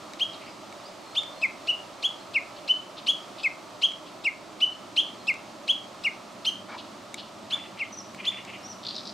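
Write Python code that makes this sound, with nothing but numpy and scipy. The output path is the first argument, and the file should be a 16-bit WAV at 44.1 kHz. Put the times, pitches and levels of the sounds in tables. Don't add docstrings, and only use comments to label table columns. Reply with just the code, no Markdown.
import sys
import numpy as np
from scipy import signal
from scipy.fft import rfft, irfft, next_fast_len
from scipy.io import wavfile
from scipy.ndimage import uniform_filter1d

SR = 44100
rng = np.random.default_rng(int(sys.argv[2]) if len(sys.argv) > 2 else 0)


def transcribe(signal):
    frames = np.atleast_2d(signal).T
    limited = np.clip(frames, -1, 1)
    pcm = np.round(limited * 32767).astype(np.int16)
    wavfile.write(sys.argv[1], SR, pcm)


N = 402633

# (time [s], top pitch [Hz], final droop [Hz], attack [s], level [dB], rasp, breath and overtones [dB])
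CHIP_NOTES = [(.196, 3295, 150, 0.026, -21, 2), (1.152, 3590, 200, .031, -20.3, 2.5),
              (1.672, 2950, 330, 0.026, -19.5, -0.5), (2.027, 3420, 400, 0.027, -20.5, 3.5),
              (2.679, 3050, 135, .031, -17, -2.5), (3.068, 3370, 120, 0.026, -17.5, 4),
              (3.819, 3340, 350, 0.024, -16.5, 1.5), (4.605, 3037, 176, 0.028, -17, -1.5),
              (4.964, 3285, -170, 0.02, -17, 2.5), (5.678, 3372, 250, 0.024, -17.5, 1),
              (6.451, 3224, 480, .027, -21.5, 9), (7.506, 3520, 200, 0.036, -23, 5),
              (8.251, 3505, 152, 0.036, -21.5, 3.5)]
# (time [s], top pitch [Hz], attack [s], dip after the turn [dB], level [dB], breath and overtones [dB])
CHEW_NOTES = [(1.415, 2650, 0.027, -1, -20, 0.5), (2.339, 2784, 0.028, -1.5, -20, -3),
              (3.431, 2626, 0.024, 3, -18.7, 0), (4.242, 2815, .025, 4.5, -18.5, 1.5),
              (5.271, 2760, .02, 0, -19.5, 2.5), (6.038, 2870, .023, 5, -19, 2.5),
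              (7.790, 2775, 0.029, 1.5, -26, -3)]
# (harmonic number, level in the body [dB], level at the start [dB])
SYRINX_OVERTONES = [(2, -27, -24.5), (3, -38.5, -32.5), (4, -43.5, -51), (5, -57, -49)]
# (centre [Hz], width [Hz], boost [dB])
THROAT_RESONANCE = (3800, 900, 12)
# (time [s], length [s], centre [Hz], level [dB])
CHATTER_PHRASES = [(8.83, 0.088, 3970, -37.5), (8.926, 0.073, 4260, -38.5), (9.033, 0.065, 4400, -42.5)]
# (time [s], length [s], top pitch [Hz], place of the top [share of length],
# pitch lost one call length from the top [share], level [dB])
ARCHED_CALLS = [(.442, 0.082, 5030, .6, .65, -55.5), (0.829, .075, 4950, 0.59, .8, -52),
                (7.921, .036, 6030, .15, 0.12, -43), (7.969, 0.042, 5990, .15, 0.19, -37.5),
                (8.195, .026, 2450, .6, .25, -40), (8.63, 0.048, 5830, 0.97, .1, -44),
                (8.683, 0.055, 5950, 0.32, 0.36, -44)]
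# (time [s], length [s])
FAINT_PEEPS = [(1.05, 0.11), (1.35, 0.068), (2.197, .04), (2.738, .042), (4.724, 0.036), (5.18, 0.06)]
# (time [s], level [dB])
CHACK_CALLS = [(.322, -48), (2.557, -52), (2.965, -44.5), (3.379, -44), (4.055, -52.5), (6.775, -44),
               (7.173, -41.5)]
# (time [s], level [dB])
CHURR_CALLS = [(.405, -50.5), (7.578, -49), (7.768, -46), (8.177, -45), (8.313, -43.5), (8.473, -44)]
# (delay [s], level against the scatter [dB], left minus right [dB])
TRUNK_ECHOES = [(.008, -9, 3), (.013, -7, -4)]
# (time [s], level [dB])
CAMERA_TICKS = [(.135, -39.5), (0.726, -44), (1.234, -40.5), (3.919, -41.5), (5.341, -40.5),
                (7.1426, -31.5), (8.147, -42), (8.45, -41)]
# (frequency [Hz], time to fall 60 dB [s], level [dB])
SHELL_MODES = [(2260, 0.024, 6), (3780, 0.018, 5), (6600, 0.017, -3), (7400, 0.0053, 11.5)]
# (time [s], level [dB])
FINGER_SCUFFS = [(6.685, -43.5), (7.51, -46.5)]
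# (time [s], level [dB])
GRIP_BUMPS = [(6.745, -34), (6.763, -33.5)]
# (frequency [Hz], relative level [dB])
RUMBLE_SPECTRUM = [(18, -72), (30, -32), (59, -33), (95, -12.5), (118, -6), (150, -10.5), (194, -2),
                   (253, -4.5), (302, 1), (420, -5.5), (550, -42), (920, -120)]
# (frequency [Hz], relative level [dB])
TRAFFIC_SPECTRUM = [(330, -21.5), (470, -8.5), (600, 2.5), (780, -3.5), (1050, -4), (1290, -3), (1500, -13),
                    (1900, -13.5), (4400, -15), (6000, -19), (8500, -24), (10500, -32.5), (13500, -35.5),
                    (16000, -47)]
# (frequency [Hz], side gain [dB])
STEREO_WIDTH = [(30, -5), (80, -17), (170, -12.5), (350, -6), (700, -9.5), (1500, -6.5), (4000, -9.5),
                (12000, -10.5)]
# (centre [Hz], width [Hz], relative level [dB])
ENGINE_BANDS = [(113.8, 43, -8), (209.6, 60, 0.5)]
# (time [s], level [dB])
ENGINE_SWELL = [(4.3, -68), (5.1, -55.5), (5.7, -59.5), (6.4, -54.5), (7.6, -55), (8.3, -52.5),
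                (9.13, -54.5)]

CHIP_S, CHIP_START_HZ, CHIP_TOP_S, CHIP_RELEASE_S = .045, 1853, .0335, .0055
CLIMB_S, USUAL_TOP_HZ, CLIMB_POWER = .0135, 3322, 5.35
CHEW_S, CHEW_START_HZ, CHEW_END_HZ, CHEW_RELEASE_S = .053, 2432, 2023, .011
CHEW_TURN_S, SLIDE_S, DIP_AT_S, DIP_WIDTH_S = .018, .00942, .024, .0062
ONSET_DB, SAG_DB_PER_S = -50, 191
SYLLABLE_S, PUFF_GAP_S, PUFF_FALL_DB, PUFF_SCATTER_DB = .018, .0045, -2.5, 2.5
PEEP_HZ, PEEP_DB = 4220, -55
RUMBLE_DB, TRAFFIC_DB, TRAFFIC_FADE_DB_PER_S = -51.5, -44.5, .1925
HIGH_CUT_HZ = 15700


def songbird():
    return outdoors(chips(), scatter_db=-8.5, t60=.33) + outdoors(chews(), scatter_db=-14.5, t60=.31)


def chips():
    out, t = np.zeros(N), seconds(CHIP_S)
    for s, top_hz, droop_hz, attack_s, db, harsh_db in CHIP_NOTES:
        climb_s = CLIMB_S * (top_hz / USUAL_TOP_HZ) ** CLIMB_POWER
        climb = np.expm1(-t / climb_s) / np.expm1(-CHIP_TOP_S / climb_s)
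        droop = np.interp(t, [CHIP_TOP_S, CHIP_S], [0, droop_hz])
        hz = CHIP_START_HZ + (top_hz - CHIP_START_HZ) * climb - droop
        add(out, s, syrinx(t, hz, attack_s, CHIP_RELEASE_S, db, harsh_db, tremor=.0056))
        add(out, s - .005, undb(db + harsh_db - 18.5) * rasp())
    return out


def chews():
    out, t = np.zeros(N), seconds(CHEW_S)
    rise = np.minimum(t / CHEW_TURN_S, 1)
    slide = 1 / (1 + (np.maximum(t - CHEW_TURN_S, 0) / SLIDE_S) ** 2)
    dip = np.exp(-((t - DIP_AT_S) / DIP_WIDTH_S) ** 2)
    for s, top_hz, attack_s, dip_db, db, harsh_db in CHEW_NOTES:
        hz = CHEW_END_HZ + (top_hz - CHEW_END_HZ) * slide - (top_hz - CHEW_START_HZ) * (1 - rise)
        chew = syrinx(t, hz, attack_s, CHEW_RELEASE_S, db, harsh_db, tremor=.011)
        add(out, s, chew * undb(-dip_db * dip))
        add(out, s - .005, undb(db - 20.5) * rasp())
    return out


def syrinx(t, hz, attack_s, release_s, db, harsh_db, tremor):
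    n = len(t)
    hz = hz * (1 + tremor * walk(882, n))
    attack_db = (ONSET_DB - db) * np.maximum(1 - t / attack_s, 0) ** 2
    body = undb(attack_db - SAG_DB_PER_S * np.maximum(t - attack_s, 0))
    start = np.exp(-(t / t[-1] / .45) ** 2)
    tension = np.minimum(hz / 2900, 1) ** 4
    throat_hz, width_hz, throat_db = THROAT_RESONANCE
    bright = undb(-37) * body * hiss(n, 5000, 6000)
    for harmonic, body_db, start_db in SYRINX_OVERTONES:
        partial_hz = harmonic * hz
        envelope = undb(body_db) * body * tension + undb(start_db) * start
        lift_db = throat_db * start * np.exp(-((partial_hz - throat_hz) / width_hz) ** 2)
        bright += envelope * undb(lift_db + 2 * walk(81, n)) * sine(partial_hz)
    fades = np.clip(t / .0022, 0, 1) * np.clip((t[-1] - t) / release_s, 0, 1)
    return undb(db) * (np.sqrt(2) * body * sine(hz) + undb(harsh_db) * bright) * fades


def rasp():
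    u = progress(.017)
    return np.sin(np.pi * u) * (hiss(len(u), 3620, 1600) + undb(-16.5) * hiss(len(u), 4500, 8000))


def chatter():
    out, t = np.zeros(N), np.arange(SR // 80) / SR
    for s, length, hz, db in CHATTER_PHRASES:
        for onset in np.arange(0, length, SYLLABLE_S):
            swell = np.sin(np.pi * (onset + SYLLABLE_S / 2) / (length + SYLLABLE_S))
            for k, (late, loud, high) in enumerate(rng.standard_normal((3, 3))):
                puff = t * np.exp(-t / .0015) * rng.standard_normal(len(t))
                ring = band(puff, hz * (1 + .04 * high), .38 * hz)
                delay = k * PUFF_GAP_S * (1 + .4 * late)
                puff_db = db + k * PUFF_FALL_DB + PUFF_SCATTER_DB * loud
                add(out, s + onset + delay, swell * level(ring, puff_db))
    return out


def thin_calls():
    out = np.zeros(N)
    for s, length, top_hz, crest, arch, db in ARCHED_CALLS:
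        u = progress(length)
        add(out, s, quaver(u, top_hz * (1 - arch * (u - crest) ** 2), db, tremor=.02))
    for s, length in FAINT_PEEPS:
        add(out, s, quaver(progress(length), PEEP_HZ, PEEP_DB, tremor=.006))
    return out


def quaver(u, hz, db, tremor):
    swell = np.abs(np.sin(np.pi * u)) ** .7 * undb(3 * walk(200, len(u)))
    return undb(db) * np.sqrt(2) * swell * sine(hz * (1 + tremor * walk(882, len(u))))


def harsh_calls(calls, syllables_s, length_s, hz, spread, pulse_hz, rough):
    out, u = np.zeros(N), progress(length_s)
    swell = np.sqrt(np.abs(np.sin(np.pi * u)))
    for s, db in calls:
        for delay in syllables_s:
            pulses = 1 + rough * sine(glide(u, [pulse_hz, pulse_hz], jitter=.24))
            add(out, s + delay, level(swell * pulses * hiss(len(u), hz, spread * hz), db))
    return out


def outdoors(x, scatter_db, t60):
    t = np.arange(SR // 2) / SR
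    twigs = rng.standard_normal((3, len(t))) * (rng.random((3, len(t))) < .1)
    sides = twigs[0] + .47 * twigs[1:]
    build_up = 1 - np.exp(-(t / .015) ** 2)
    scatter = sides * decay(t, t60) * build_up
    response = scatter * undb(scatter_db) / np.sqrt(np.sum(scatter[0] ** 2))
    response[:, 0] += undb([.4, -.4])
    for delay, db, pan_db in TRUNK_ECHOES:
        response[:, int(delay * SR)] += undb(scatter_db + db + np.array([pan_db, -pan_db]) / 2)
    return signal.fftconvolve(x[None], response, axes=1)[:, :N]


def camera_ticks():
    out, t = np.zeros(N), np.arange(SR // 20) / SR
    for s, db in CAMERA_TICKS:
        contact_hz = 5000 * undb(.43 * (db + 33.5))
        ring = np.zeros(len(t))
        for hz, t60, mode_db in SHELL_MODES:
            gain = undb(mode_db) / np.hypot(1, hz / contact_hz)
            ring += gain * decay(t, t60) * np.sin(2 * np.pi * hz * t)
        crack = np.exp(-t / .0021) * hiss(len(t), contact_hz, 1.3 * contact_hz)
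        add(out, s, undb(db) * (.82 * ring + 1.03 * crack))
    return out


def finger_scuffs():
    out, u = np.zeros(N), progress(.08)
    n = len(u)
    scuff = hiss(n, 1110, 1130) + undb(-4.5) * hiss(n, 2274, 160) + undb(-9) * hiss(n, 3800, 2500)
    for s, db in FINGER_SCUFFS:
        add(out, s, undb(db) * scuff * np.abs(np.sin(np.pi * u)) ** .15)
    return out


def grip_bumps():
    out, u = np.zeros(N), progress(.011)
    for s, db in GRIP_BUMPS:
        add(out, s, undb(db) * np.sin(np.pi * u) * sine(glide(u, [900, 1050], jitter=.034)))
    return out


def suburb():
    t = np.arange(N) / SR
    rumble = ambience(RUMBLE_SPECTRUM, pan_db=-2.5) * undb(RUMBLE_DB)
    traffic = ambience(TRAFFIC_SPECTRUM, pan_db=-1.54) * undb(TRAFFIC_DB - TRAFFIC_FADE_DB_PER_S * t)
    drone = sum(level(band(rng.standard_normal(N), hz, width), db) for hz, width, db in ENGINE_BANDS)
    swell = undb(np.interp(t, *np.transpose(ENGINE_SWELL)))
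    return rumble + traffic + level(drone, 0) * swell


def ambience(spectrum, pan_db, flutter_db=.5):
    mid, side = colour(rng.standard_normal((2, N)), spectrum)
    left_right = np.array([[1], [-1]])
    pair = level(mid, 0) + colour(level(side, 0), STEREO_WIDTH) * left_right
    return pair * undb(left_right * pan_db / 2 + flutter_db * walk(5.1, N))


def undb(db):
    return 10 ** (np.asarray(db) / 20)


def level(x, db):
    return x * undb(db) / np.sqrt(np.mean(x ** 2))


def add(track, s, sound):
    i = max(int(s * SR), 0)
    track[i:i + len(sound)] += sound[:max(N - i, 0)]


def progress(length):
    return np.linspace(0, 1, max(int(length * SR), 32))


def seconds(length):
    return progress(length) * length


def decay(t, t60):
    return np.exp(-np.log(1000) * t / t60)


def sine(hz):
    return np.sin(2 * np.pi * np.cumsum(hz) / SR)


def glide(u, pitches, jitter):
    hz = np.interp(u, np.linspace(0, 1, len(pitches)), pitches)
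    hz = uniform_filter1d(hz, size=len(u) // 7, mode="nearest")
    return hz * (1 + jitter * walk(882, len(u)))


def walk(rate, n):
    points = rng.standard_normal(int(N / SR * rate) + 2)
    return np.interp(np.arange(n) / SR * rate, np.arange(len(points)), points)


def band(x, hz, width_hz):
    edges = np.clip([hz - width_hz / 2, hz + width_hz / 2], 30, SR / 2 - 100)
    return signal.sosfilt(signal.butter(3, edges, "band", fs=SR, output="sos"), x)


def hiss(n, hz, width_hz):
    return level(band(rng.standard_normal(SR // 2), hz, width_hz), 0)[-n:]


def colour(x, points):
    hz, db = np.transpose(points)
    size = next_fast_len(N)
    f = np.maximum(np.fft.rfftfreq(size, 1 / SR), 1)
    gain = undb(np.interp(np.log(f), np.log(hz), db))
    return irfft(rfft(x, size) * gain, size)[..., :N]


def scene():
    chacks = harsh_calls(CHACK_CALLS, [0], length_s=.04, hz=3550, spread=.53, pulse_hz=174, rough=.17)
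    churrs = harsh_calls(CHURR_CALLS, [0, .053], length_s=.042, hz=2490,
                         spread=.41, pulse_hz=166, rough=.29)
    scold = outdoors(chatter(), scatter_db=-7, t60=.35)
    far_birds = outdoors(thin_calls() + chacks + churrs, scatter_db=-7, t60=.45)
    birds = songbird() + scold + far_birds
    handling = camera_ticks() + finger_scuffs() + grip_bumps()
    return birds + handling + suburb()


def record(dry):
    return signal.sosfilt(signal.ellip(10, .2, 80, HIGH_CUT_HZ, fs=SR, output="sos"), dry)


dry = scene()
out = record(dry)
transcribe(out)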